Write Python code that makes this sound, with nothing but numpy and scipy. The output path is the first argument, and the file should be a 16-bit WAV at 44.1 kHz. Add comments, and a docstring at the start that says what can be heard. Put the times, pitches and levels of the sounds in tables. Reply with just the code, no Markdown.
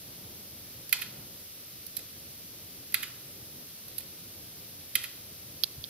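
"""A wooden clock in a quiet room

Once a second, close to a hand-held camera, the escapement's impacts excite the damped modes of its frame.
The beat is lopsided: one pallet lands with a woody knock and a rebound, the other with a light, bright
tap. The room reverberates briefly over low rumble and microphone hiss; near the end, stick-slip friction
makes the camera's casing click in the hand."""
import sys
import numpy as np
from scipy import signal
from scipy.fft import rfft, irfft
from scipy.io import wavfile
from scipy.ndimage import uniform_filter1d

SR = 44100
rng = np.random.default_rng(int(sys.argv[2]) if len(sys.argv) > 2 else 0)


def to_wav(sig):
    """Store sig (one row per channel, or 1-D mono) as 16-bit WAV at the path in sys.argv[1].

    Samples outside -1..1 are clipped; the rate is SR.
    """
    pcm = np.clip(np.atleast_2d(sig), -1, 1) * 32767
    pcm = np.round(pcm).astype(np.int16)
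    wavfile.write(sys.argv[1], SR, pcm.T)  # frames by channels


N = 259749
RING_T = np.arange(8192) / SR  # time axis of one impact, t/s


def gain_of(db):
    """The decibel scale: 20 dB is a factor of ten in amplitude."""
    return 10 ** (np.asarray(db) / 20)


def unit_rms(x):
    """Normalisation to unit mean power."""
    return x / np.sqrt(np.mean(x ** 2) + 1e-20)


def curve_at(points, hz):
    """Linear interpolation on a logarithmic frequency axis."""
    f, value = np.transpose(points)
    return np.interp(np.log(hz + 1), np.log(f + 1), value)


def add(mix, start_s, sound):
    """Superposition: a stereo sound adds to the mix from its start time."""
    part = mix[:, round(start_s * SR):][:, :sound.shape[1]]
    part += sound[:, :part.shape[1]]


def correlated(pair, correlation):
    """Partial coherence: two independent noises are given a common component."""
    c = np.clip(correlation, -1, 1)
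    return np.array([c * pair[1] + np.sqrt(1 - c ** 2) * pair[0], pair[1]])


def from_right(x, side_db, lag_samples=2):
    """Time and level differences: sound from the right reaches the left port later and weaker."""
    return np.array([np.roll(x[0], lag_samples) * gain_of(-side_db / 2), x[1] * gain_of(side_db / 2)])


# left-right correlation of the diffuse field: f/Hz, coefficient
DIFFUSE_CORRELATION = [(60, 0.97), (130, 0.97), (290, 0.86), (640, 0.55), (1410, 0.67), (3100, 0.41),
                       (6820, -0.59), (15000, -0.4)]

def steady_noise(spectrum):
    """Stationary noise of unit rms; long wavelengths reach both sides nearly alike."""
    hz = np.fft.rfftfreq(N, 1 / SR)
    white = correlated(rfft(rng.standard_normal((2, N))), curve_at(DIFFUSE_CORRELATION, hz))
    return unit_rms(irfft(white * gain_of(curve_at(spectrum, hz)), N))


# relative spectra of the rumble, the bump and the hiss: f/Hz, level/dB
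RUMBLE_SPECTRUM = [(15, -49), (25, -13), (37, -20), (78, -3), (101, -0.5), (279, -7.5), (318, -6.5),
                   (374, -9.5), (570, -11), (788, -18.5), (854, -19), (1200, -25), (1560, -44),
                   (2640, -120)]
BUMP_SPECTRUM = [(20, -16), (45, -6), (90, -1), (130, 0), (200, -19), (500, -39)]
HISS_SPECTRUM = [(800, -27.5), (1200, -13), (1700, -12.5), (2600, -8), (3800, -5), (5000, -3.5), (6000, -5),
                 (7500, -12.5), (9500, -7), (11000, -1.5), (11900, 1), (12250, -0.5), (12700, 1),
                 (15500, -5.5)]
# trend of the rumble: t/s, level/dB
RUMBLE_TREND = [(0, -58.5), (.25, -52), (.42, -55.5), (.75, -53.5), (1.2, -55.5), (5.89, -55)]
# Gaussian envelope of a soft low bump: t/s, level/dB, half-width/s
LOW_BUMP = (5.79, -49.5, 0.025)

def background(swell_db=1.6, swell_step_s=0.1, hiss_db=-45):
    """Amplitude-modulated noise: room rumble swells, and a soft low thump comes once, under constant microphone
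    hiss."""
    t = np.arange(N) / SR
    knots = np.arange(0, t[-1] + 1, swell_step_s)
    swell = np.interp(t, knots, unit_rms(rng.standard_normal(len(knots))))
    trend_db = np.interp(t, *np.transpose(RUMBLE_TREND))
    rumble = gain_of(trend_db + swell_db * swell) * steady_noise(RUMBLE_SPECTRUM)
    bump_s, bump_db, width_s = LOW_BUMP
    bump = gain_of(bump_db) * np.exp(-((t - bump_s) / width_s) ** 2) * steady_noise(BUMP_SPECTRUM)
    return rumble + bump + gain_of(hiss_db) * steady_noise(HISS_SPECTRUM)


# reverberation time: f/Hz, T60/s
REVERB_TIME = [(1000, 0.8), (2500, .49), (5000, 0.54), (12000, 0.1)]
# reverberation relative to the sound that excites it: f/Hz, level/dB
REVERB_LEVEL = [(1000, 2.5), (2000, -13), (3000, -7.5), (5000, -7.5), (8000, -4.5), (12000, -21.5)]

def room(x, onset_s=0.0018, crossfade_hz=45):
    """Reverberation: diffuse reflections build up, then decay exponentially at each band's own rate."""
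    angle = 2 * np.pi * crossfade_hz * np.arange(N) / SR
    out = np.zeros((2, N))
    for share in (np.cos(angle), np.sin(angle)):  # two independent tails, fed in turn, blur the ringing
        hz, t, noise = signal.stft(rng.standard_normal((2, SR)), SR, nperseg=256)
        noise = correlated(noise, curve_at(DIFFUSE_CORRELATION, hz)[:, None])
        decay = gain_of(-60 * t / curve_at(REVERB_TIME, hz)[:, None]) * (1 - np.exp(-t / onset_s))
        energy = np.mean(decay ** 2, axis=1, keepdims=True) * SR
        decay *= gain_of(curve_at(REVERB_LEVEL, hz))[:, None] / np.sqrt(energy)
        tail = signal.istft(noise * decay, SR, nperseg=256)[1]
        out += signal.oaconvolve(x[1:] * share, tail, axes=1)[:, :N]
    return out


def contact_force(contact_s):
    """An impact's force pulse: it rises to 1 at the contact time and dies away."""
    u = RING_T / max(contact_s, 1 / SR)
    return (u * np.exp(1 - u)) ** 0.76


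def build_up(contact_s):
    """Onset transient: vibration grows to full amplitude as the contact hands over momentum."""
    return 1 - np.exp(-(RING_T / contact_s) ** 2)


def roughness():
    """A spiky random force of unit rms, as from uneven little impacts."""
    return unit_rms(uniform_filter1d(rng.exponential(1, len(RING_T)) ** 3, size=60))


def burst(envelope, spectrum, correlation):
    """Tiny impacts sum to noise, here minimum-phase filtered and given the energy of its envelope."""
    noise = correlated(rng.standard_normal((2, len(RING_T))), correlation) * envelope
    hz = abs(np.fft.fftfreq(len(RING_T), 1 / SR))
    log_gain = np.log(unit_rms(gain_of(curve_at(spectrum, hz))))
    taps = np.fft.ifft(np.exp(np.conj(signal.hilbert(log_gain)))).real
    x = signal.fftconvolve(noise, taps[None], axes=1)[:, :len(RING_T)]
    return x / np.linalg.norm(x, axis=1, keepdims=True) * np.linalg.norm(envelope)


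# relative spectrum of a hard contact: f/Hz, level/dB
SNAP_SPECTRUM = [(500, -47), (2500, -27), (4400, -9.5), (6200, -20.5), (7600, -21.5), (9600, -13.5),
                 (11000, 0), (12100, 2.5), (13300, -4.5), (15500, -14.5)]

def contact_noise(force, correlation):
    """Hard surfaces in contact radiate bright noise whose amplitude follows the force."""
    return burst(force, SNAP_SPECTRUM, correlation)


def ringing(modes, contact_s, radiate_hz, detune=0.0088):
    """Modal superposition: damped sinusoids, with random phases and slight detuning at each blow."""
    hz, level_db, t60 = np.transpose(modes)[:, :, None]
    phase = 2 * np.pi * rng.random(hz.shape)
    hz = hz * (1 + detune * rng.uniform(-1, 1, hz.shape))
    swing = np.sin(2 * np.pi * hz * RING_T + phase)
    envelopes = gain_of(level_db - 60 * RING_T / t60) * build_up(contact_s)
    small_body = signal.butter(4, radiate_hz, "high", fs=SR, output="sos")  # small parts radiate no bass
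    x = signal.sosfilt(small_body, (envelopes * swing).sum(0))
    return np.array([x, x]) / np.linalg.norm(x) * np.linalg.norm(envelopes) / np.sqrt(2)


def impacts(pattern, start_s, snap_db, body_db):
    """A multiple impact: each contact is offset in time and level from the event as a whole."""
    return [(start_s + delay, snap_db + snap, body_db + body, contact_s)
            for delay, snap, body, contact_s in pattern]


# creaks of the casing: t/s, snap level/dB, ring level/dB
CASING_CREAKS = [(5.6355, -23.5, -15.5), (5.8400, -45, -30)]
# three slips, relative to their creak: delay/s, snap level/dB, ring level/dB, contact time/s
CREAK_SLIPS = [(0, 0.5, 0, 0.00041), (.0013, 0, 1, 0.00021), (.0053, -4, -3.5, .0006)]
# modes of the casing: f/Hz, level/dB, T60/s
CASING_RESONANCES = [(3380, -0.5, 0.01), (3600, -3, 0.0067), (4340, -10, 0.0076), (4760, -3, .008),
                     (5450, -14, 0.0049)]
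# relative spectrum of the casing's noisy response: f/Hz, level/dB
CASING_SPECTRUM = [(500, -45), (1400, -21), (2400, -23), (3000, -3.5), (3500, 0), (4200, 1), (4900, -2),
                   (5700, -11), (7000, -30), (15000, -32)]

def casing(grain_db=-5, modes_db=-2.0):
    """Stick-slip friction: each slip snaps and rings the camera body, right beside one port."""
    out = np.zeros((2, N))
    for creak in CASING_CREAKS:
        for start_s, snap_db, ring_db, contact_s in impacts(CREAK_SLIPS, *creak):
            force = contact_force(contact_s)
            snap = contact_noise(force, correlation=0.44)
            grain = burst(force, CASING_SPECTRUM, correlation=0.59)
            modes = ringing(CASING_RESONANCES, contact_s, radiate_hz=2600)
            ring = gain_of(modes_db) * modes + gain_of(grain_db) * grain
            add(out, start_s, gain_of(snap_db) * snap + gain_of(ring_db) * ring)
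    return from_right(out, side_db=12.5)


# strong modes of the wheels and frame: f/Hz, level/dB, T60/s
FRAME_MODES = [(1352, -14, 0.04), (1436, -17.5, 0.051), (1745, -8, .026), (1930, -7, 0.031),
               (2051, -2, 0.03), (2220, -10, 0.024), (2506, -1.5, 0.04), (2626, -9, 0.028),
               (2976, -10, 0.04), (3162, -5, 0.033), (3385, -8, 0.034), (3736, -9, 0.03),
               (4135, -16, 0.041), (4800, -11, 0.039), (4970, -14, .035), (6840, -17, 0.056)]
# relative spectrum of the wood's dense, short-lived modes: f/Hz, level/dB
WOOD_SPECTRUM = [(300, -49), (1000, -23.5), (1400, -12.5), (2000, -3.5), (2800, -2), (3400, -2),
                 (5000, -10), (6200, -11.5), (8500, -13.5), (15000, -13.5)]

def frame(contact_s, modes_db=1.0, grain_db=-2.5, grain_t60=0.047):
    """Modal overlap: a few strong wooden modes stand out, while the rest merge into decaying noise."""
    envelope = build_up(contact_s) * gain_of(-60 * RING_T / grain_t60)
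    grain = from_right(burst(envelope, WOOD_SPECTRUM, correlation=0.8), side_db=7.0)
    modes = from_right(ringing(FRAME_MODES, contact_s, radiate_hz=1130), side_db=2.5)
    return gain_of(modes_db) * modes + gain_of(grain_db) * grain


def beat(drop, start_s, snap_db, knock_db, lead_s, release_db, slip_s=0.0011, slip_knock_db=-9):
    """Release and drop: a tooth slips off one pallet, hardly shaking the frame; the other pallet catches."""
    release = (start_s - lead_s, snap_db + release_db, knock_db + release_db + slip_knock_db, slip_s)
    return [release] + impacts(drop, start_s, snap_db, knock_db)


# the light pallet: t/s, snap level/dB, knock level/dB, release lead/s, relative release level/dB
LIGHT_BEATS = [ (1.9667, -28, -45.5, .1015, -7.5), (3.9813, -28.5, -48.5, .0993, -12.5), ]
# the loud pallet: the same columns, then rebound t/s, relative rebound level/dB
LOUD_BEATS = [ (0.9260, -17, -20.5, .033, -19.5, 1.0182, -10), (2.9420, -19, -20.5, .0195, -20, 3.0298, -8),
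              (4.9531, -18.5, -22, .0096, -30, 5.0393, -10.5), ]
# contacts, relative to their landing: delay/s, snap level/dB, knock level/dB, contact time/s
HARD_LANDING = [(0, 0, 0, .0015), (.062, -24, -24, 0.0016)]  # one blow, then a faint nudge
REBOUND_LANDING = [(-.0035, -7.5, -15, 0.001), (0, -5.5, 0, .0016), (.0075, -14, -10, .0014)]  # grazes, lands, settles
SOFT_LANDING = [(0, 1, -2.2, 0.00082), (.003, -1, -1.2, .0014), (.0238, -13, -2, .0012)]  # skips once, then the wheels take up slack

def pallet_contacts():
    """Impact and rebound: of the two landings, only the hard one throws the wheel back."""
    contacts = []
    for start_s, snap_db, knock_db, lead_s, release_db, rebound_s, rebound_db in LOUD_BEATS:
        contacts += beat(HARD_LANDING, start_s, snap_db, knock_db, lead_s, release_db)
        contacts += impacts(REBOUND_LANDING, rebound_s, snap_db + rebound_db, knock_db + rebound_db)
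    for light_beat in LIGHT_BEATS:
        contacts += beat(SOFT_LANDING, *light_beat)
    return contacts


def tooth_scrape(relative_db=-30, peak_s=0.062):
    """Sliding friction: after a hard landing the tooth scrapes along the pallet's face."""
    out = np.zeros((2, N))
    fade = 1 - (RING_T / RING_T[-1]) ** 2
    for start_s, snap_db, *_ in LOUD_BEATS:
        scrape = contact_noise(roughness() * contact_force(peak_s) * fade, correlation=0.7)
        add(out, start_s, gain_of(snap_db + relative_db) * from_right(scrape, side_db=8.0))
    return out


def escapement(chatter_db=-21, chatter_t60=0.12, rattle_db=-22, rattle_t60=0.12):
    """Impact excitation: a tooth snaps and chatters on a pallet, knocks the frame and rattles the wheels."""
    out = np.zeros((2, N))
    for start_s, snap_db, knock_db, contact_s in pallet_contacts():
        slack = roughness()
        chatter = slack * gain_of(chatter_db - 60 * RING_T / chatter_t60)
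        force = contact_force(contact_s) + chatter
        snap = from_right(contact_noise(force, correlation=0.78), side_db=10.0)
        shaking = slack * gain_of(rattle_db - 60 * RING_T / rattle_t60)
        rattle = burst(shaking, WOOD_SPECTRUM, correlation=0.4)
        knock = frame(contact_s) + rattle
        add(out, start_s, gain_of(snap_db) * snap + gain_of(knock_db) * knock)
    return out


def scene():
    """Direct sound, reverberation and background add; the nearby clicks excite the room only weakly."""
    clock = escapement() + tooth_scrape()
    clicks = casing()
    return clock + clicks + room(clock + gain_of(-20) * clicks) + background()


def record(dry, cutoff_hz=15650):
    """Band limiting: a linear-phase low-pass filter removes the highest treble."""
    taps = signal.firwin(511, cutoff_hz, window=("kaiser", 9), fs=SR)
    return signal.oaconvolve(dry, taps[None], "same", axes=1)


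dry = scene()
out = record(dry)
to_wav(out)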